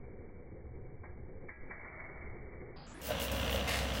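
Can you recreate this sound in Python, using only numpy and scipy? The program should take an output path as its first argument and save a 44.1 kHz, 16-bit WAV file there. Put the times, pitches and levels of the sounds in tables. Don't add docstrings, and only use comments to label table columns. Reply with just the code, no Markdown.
import sys
import numpy as np
from scipy import signal
from scipy.fft import rfft, irfft, next_fast_len
from scipy.io import wavfile
from scipy.ndimage import map_coordinates

SR = 44100
rng = np.random.default_rng(int(sys.argv[2]) if len(sys.argv) > 2 else 0)


def digitize_waveform(pressure):
    field = np.atleast_2d(pressure).T
    bounded = np.clip(field, -1, 1)
    quanta = np.round(bounded * 32767).astype(np.int16)
    wavfile.write(sys.argv[1], SR, quanta)


N = 176400

# start in seconds, level in dB, decay in seconds, tilt in dB per octave,
# level of the ring in dB.
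SNAPS = [(1.031, -32.5, 0.0034, -5.5, -5.5), (1.484, -29, 0.0014, 2.5, 2.5), (1.702, -29, 0.0026, 3.5, 1),
         (1.843, -32.5, 0.0013, -0.5, 0), (1.989, -37, .003, -2, -1), (2.085, -39, .002, 5.5, -6),
         (2.531, -45.5, .002, -2, -4), (3.015, -39, 0.011, -3.5, -3), (3.05, -40, .004, 0.5, 10),
         (3.067, -34.5, 0.0038, 1, 10), (3.089, -37.5, 0.0043, 1.5, -3), (3.198, -37, 0.0035, -2, -4),
         (3.223, -41.5, .006, 0, 0), (3.316, -38, 0.0073, -0.5, 0)]
SNAP_RISE_S, SNAP_TAIL_DB, SNAP_TAIL_S = 0.0011, -12, 0.017
# start and length in seconds, level in dB, tilt in dB per octave.
SCRAPES = [(1.584, .004, -47, -1.5), (1.662, 0.069, -39.5, -2), (2.459, 0.091, -48.5, -3.5),
           (3.028, 0.05, -38.5, 0), (3.205, 0.041, -38.5, 0.5), (3.324, .06, -44, 1),
           (3.406, 0.075, -53, -3), (3.497, .065, -41.5, 2.5), (3.933, 0.044, -46, -6)]
SCRAPE_RISE_S, SCRAPE_FADE_S, SCRAPE_GRIT_DB = 0.0049, 0.028, 1.5
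# start in seconds, level in dB, pitch in Hz.
KNOCKS = [(3.086, -35.5, 616), (3.104, -30.5, 600), (3.544, -32.5, 555)]
KNOCK_RISE_S, KNOCK_DECAY_S = 0.0034, 0.014
# multiple of the pitch, level in dB.
DISC_MODES = [(1, 1), (1.16, -12.5), (2.55, -10), (4.7, -22)]
# frequency in Hz, level in dB.
DRIVE_TONES = [(64.6, -40), (204.6, -52.5), (247.6, -56), (549.1, -53.5), (699.8, -56.5), (985.1, -60)]

# frequency in Hz, level in dB, time to fall 60 dB in seconds.
SHEET_MODES = [(5000, -26, 0.15), (6500, -22.5, 0.049), (9260, -30.5, .1), (10740, -25, 0.1),
               (13250, -16, 0.11), (15800, -17.5, .1)]
RATTLE_MODES = [(2714, -4, 0.037), (2883, 1, .03), (3060, -7.5, 0.022), (3396, -5, 0.06),
                (5980, -20, 0.047)]
# frequency in Hz, bandwidth in Hz, level in dB.
SCRAP_RINGS = [(694, 50, -14), (1867, 70, -23), (2093, 37, -14.5), (2676, 55, -13), (3910, 110, -13)]
FRAME_RINGS = [(501, 37, -48.5), (551, 36, -47), (644, 12, -56.5), (754.5, 14, -58.5), (817.4, 23, -57.5),
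               (988, 14, -58), (1593, 41, -58.5), (1816, 13, -61), (2095, 52, -58), (2750, 16, -58.5),
               (2878, 38, -54.5), (3134, 22, -62.5), (5896, 44, -59.5)]

# frequency in Hz, spectral density in dB.
SNAP_SPECTRUM = [(300, -28), (3000, -15.5), (5500, -6), (7000, -0.5), (11000, -4.5), (14000, 2.5),
                 (18000, 6.5)]
SCRAPE_SPECTRUM = [(500, -38), (3000, -17.5), (5000, 0), (7500, -2), (11000, -4), (13500, -3.5),
                   (15500, 3.5), (17500, 10), (18600, 5.5)]
GROAN_SPECTRUM = [(330, -36.5), (480, -4), (560, 0), (660, 0.5), (800, -3.5), (980, 0.5), (1250, -12),
                  (2000, -26.5), (6000, -50)]
CHATTER_SPECTRUM = [(1500, -35.5), (2600, -10.5), (3100, 1.5), (3700, -1), (4250, -0.5), (4600, -14),
                    (6000, -30.5), (12000, -50)]
CRASH_SPECTRUM = [(200, -18.5), (650, -12), (1000, -4), (2000, 2.5), (2700, -2), (3700, -2.5), (5500, -7),
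                  (8000, -11), (12000, -15.5), (16000, -16.5)]
RATTLE_SPECTRUM = [(300, -31), (1200, -6.5), (2300, -10), (2900, -0.5), (3500, -5.5), (4500, -16.5),
                   (8000, -31.5), (18000, -42)]
FRAME_SPECTRUM = [(20, -22), (36, -21.5), (48, -12), (90, 1.5), (160, -5), (290, -3.5), (375, -20.5),
                  (470, -4.5), (570, -4.5), (780, -12), (1000, -13.5), (1250, -13), (2300, -16),
                  (3000, -15), (4000, -20), (5000, -27), (7000, -28.5), (11000, -36), (15000, -33.5),
                  (18000, -28.5)]

# time in seconds, level in dB.
GROAN_LEVEL = [(0, -48.5), (.35, -48), (.6, -38.5), (1.0, -39.5), (1.35, -44.5), (1.55, -62), (2.0, -46.5),
               (2.3, -40), (2.75, -48.5), (3.0, -67), (3.3, -82)]
CHATTER_LEVEL = [(0, -46.5), (.15, -42), (.6, -47), (1.3, -49), (1.44, -41), (1.54, -59.5), (1.63, -45),
                 (1.75, -58.5), (2.3, -48), (2.7, -42.5), (2.85, -69), (3.1, -69.5)]
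RATTLE_LEVEL = [(0, -2.5), (1.4, -2), (1.8, -0.5), (2.3, -3.5), (3.0, -5), (3.17, 1.5), (3.3, 0.5),
                (3.45, 4.5), (3.55, 3), (3.7, -3.5), (4, 0)]
TONES_LEVEL = [(0, -2), (1.4, 3), (1.9, -3), (2.6, -3), (3.1, -4), (3.3, 0), (3.6, 0.5), (3.69, -2.5),
               (3.78, 3), (4, 0)]
RINGS_LEVEL = [(0, -3), (1.4, -1.5), (1.9, -4), (2.4, -2.5), (2.9, -3), (3.15, 0), (3.55, -1), (3.7, 1.5),
               (4, -3)]
MACHINE_LEVEL = [(0, 1.5), (.6, 0), (1.0, -1), (1.3, -1.5), (1.48, 0.5), (1.55, -11), (1.63, 2),
                 (1.9, -4.5), (2.25, 1.5), (2.7, 0), (2.85, -3), (3.1, -2), (3.3, -3.5), (3.45, 0),
                 (3.6, 0.5), (3.67, -1.5), (3.8, -1), (4, 1.5)]
SCENE_LEVEL = [(0, -13.5), (2.76, -12.5), (2.99, -11.5), (3.03, -7), (3.08, -3.5), (3.11, 1.5), (4, -1.5)]
# start in seconds, speed as a share of full speed.
SPEED_STEPS = [(0, .125), (2.762, .275), (2.866, .425), (2.942, .585), (2.99, .68), (3.016, 1)]

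CHATTER_SWING_DB, CHATTER_S = 5, 0.0039
CRASH_AT_S, CRASH_DB, CRASH_GRIT_DB = 3.674, -37.5, 2
MOTOR_HZ, RATTLE_BEAT_AT_S, RATTLE_DECAY_S = 61.25, 3.446, 0.0029
RATTLE_DB, RATTLE_RING_DB, RATTLE_SPREAD_DB = -48, -51.5, 2
FRAME_DB, FRAME_FLUTTER_DB, FLUTTER_S = -38.5, 1, 0.007
TONE_WAVER, TONE_WAVER_S = 0.13, 0.045
ECHO_DB, ECHO_T60_S = -5.5, 0.059

NOW = np.arange(N) / SR
STARTS, SPEEDS = np.transpose(SPEED_STEPS)
CLOCK = np.cumsum(SPEEDS[np.searchsorted(STARTS, NOW, "right") - 1]) / SR
M = next_fast_len(int(CLOCK[-1] * SR) + 2048)
T = np.arange(M) / SR


def snaps():
    out = np.zeros(M)
    for start, db, decay, tilt, ring_db in SNAPS:
        crack = envelope(start, SNAP_RISE_S, SNAP_RISE_S, decay)
        tail = amp(SNAP_TAIL_DB) * envelope(start, SNAP_RISE_S, 0, SNAP_TAIL_S)
        ring = sum(amp(mode_db) * sine(hz) * envelope(start, SNAP_RISE_S, 0, t60 / np.log(1000))
                   for hz, mode_db, t60 in SHEET_MODES)
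        out += amp(db) * ((crack + tail) * noise(SNAP_SPECTRUM, tilt) + amp(ring_db) * ring)
    return out


def scrapes():
    hiss = np.zeros(M)
    for start, length, db, tilt in SCRAPES:
        contact = envelope(start, SCRAPE_RISE_S, length, SCRAPE_FADE_S)
        hiss += amp(db) * contact * noise(SCRAPE_SPECTRUM, tilt)
    grit = evened(amp(SCRAPE_GRIT_DB * drift(0.0022)))
    return hiss * grit


def groan():
    return noise(GROAN_SPECTRUM) * level(GROAN_LEVEL)


def chatter():
    bursts = noise(CHATTER_SPECTRUM) * amp(CHATTER_SWING_DB * np.tanh(drift(CHATTER_S)))
    return evened(bursts) * level(CHATTER_LEVEL)


def crash():
    clatter = evened(noise(CRASH_SPECTRUM) * amp(CRASH_GRIT_DB * drift(0.006)))
    ring = resonances(SCRAP_RINGS)
    return amp(CRASH_DB) * (clatter + ring) * envelope(CRASH_AT_S, rise=0.0023, hold=0.08, fade=0.077)


def knocks():
    out = np.zeros(M)
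    for start, db, hz in KNOCKS:
        ring = sum(amp(mode_db) * sine(hz * multiple) for multiple, mode_db in DISC_MODES)
        out += amp(db) * ring * envelope(start, KNOCK_RISE_S, KNOCK_RISE_S, KNOCK_DECAY_S)
    return out


def rattle():
    turns = since(RATTLE_BEAT_AT_S) * MOTOR_HZ
    turn = (np.floor(turns) - np.floor(turns[0])).astype(int)
    strength = amp(RATTLE_SPREAD_DB * rng.standard_normal(size=256))[turn]
    decay = np.exp(-(turns % 1) / MOTOR_HZ / RATTLE_DECAY_S)
    burst = evened(noise(RATTLE_SPECTRUM) * strength * decay)
    blows = np.diff(turn, prepend=0) * strength * rng.choice([-1, 1], M)
    response = sum(amp(db) * sine(hz) * np.exp(-np.log(1000) * T / t60) for hz, db, t60 in RATTLE_MODES)
    ring = evened(signal.fftconvolve(blows, response)[:M])
    return (amp(RATTLE_DB) * burst + amp(RATTLE_RING_DB) * ring) * level(RATTLE_LEVEL)


def drive():
    rumble = amp(FRAME_DB) * evened(noise(FRAME_SPECTRUM) * amp(FRAME_FLUTTER_DB * drift(FLUTTER_S)))
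    tones = np.zeros(M)
    for hz, db in DRIVE_TONES:
        waver = 1 + TONE_WAVER * (drift(TONE_WAVER_S) + 1j * drift(TONE_WAVER_S))
        carrier = np.exp(2j * np.pi * (hz * T + rng.random()))
        tones += amp(db) * evened((waver * carrier).real)
    return rumble + resonances(FRAME_RINGS) * level(RINGS_LEVEL) + tones * level(TONES_LEVEL)


def reflected(x):
    tail = rng.standard_normal(M) * np.exp(-np.log(1000) * T / ECHO_T60_S)
    return x + amp(ECHO_DB) * signal.fftconvolve(x, tail / np.linalg.norm(tail))[:M]


def slow_motion(x, oversample=4, cutoff_hz=18600):
    passband = np.fft.rfftfreq(M, 1 / SR) < cutoff_hz
    fine = oversample * irfft(rfft(x) * passband, M * oversample)
    return map_coordinates(fine, [CLOCK * SR * oversample], order=3)


def resonances(rows):
    out = np.zeros(M)
    for hz, width, db in rows:
        resonator = signal.iirpeak(hz, hz / width, SR)
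        out += amp(db) * evened(signal.lfilter(*resonator, rng.standard_normal(M)))
    return out


def noise(spectrum, tilt=0):
    octaves = np.log2(np.fft.rfftfreq(M, 1 / SR) + 1)
    hz, db = np.transpose(spectrum)
    gain = amp(np.interp(octaves, np.log2(hz), db) + tilt * octaves)
    return evened(irfft(rfft(rng.standard_normal(M)) * gain, M))


def drift(span):
    lowpass = np.exp(-(np.fft.rfftfreq(M, 1 / SR) * span) ** 2)
    return evened(irfft(rfft(rng.standard_normal(M)) * lowpass, M))


def envelope(start, rise, hold, fade):
    age = since(start)
    return np.clip(age / rise, 0, 1) * np.exp(-np.clip((age - hold) / fade, 0, 50))


def sine(hz):
    return np.sin(2 * np.pi * (hz * T + rng.random()))


def level(points):
    times, db = np.transpose(points)
    return amp(np.interp(np.interp(T, CLOCK, NOW), times, db))


def since(start):
    return T - np.interp(start, NOW, CLOCK)


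def amp(db):
    return 10 ** (np.asarray(db) / 20)


def evened(x):
    return x / np.sqrt(np.mean(abs(x) ** 2) + 1e-20)


def scene():
    machine = (drive() + rattle()) * level(MACHINE_LEVEL)
    metal = groan() + chatter() + knocks() + snaps() + reflected(scrapes() + crash())
    return slow_motion((machine + metal) * level(SCENE_LEVEL))[None]


def record(dry):
    lowpass = signal.firwin(511, 15900, window=("kaiser", 9), fs=SR)
    return signal.oaconvolve(dry, lowpass[None], "same")


dry = scene()
out = record(dry)
digitize_waveform(out)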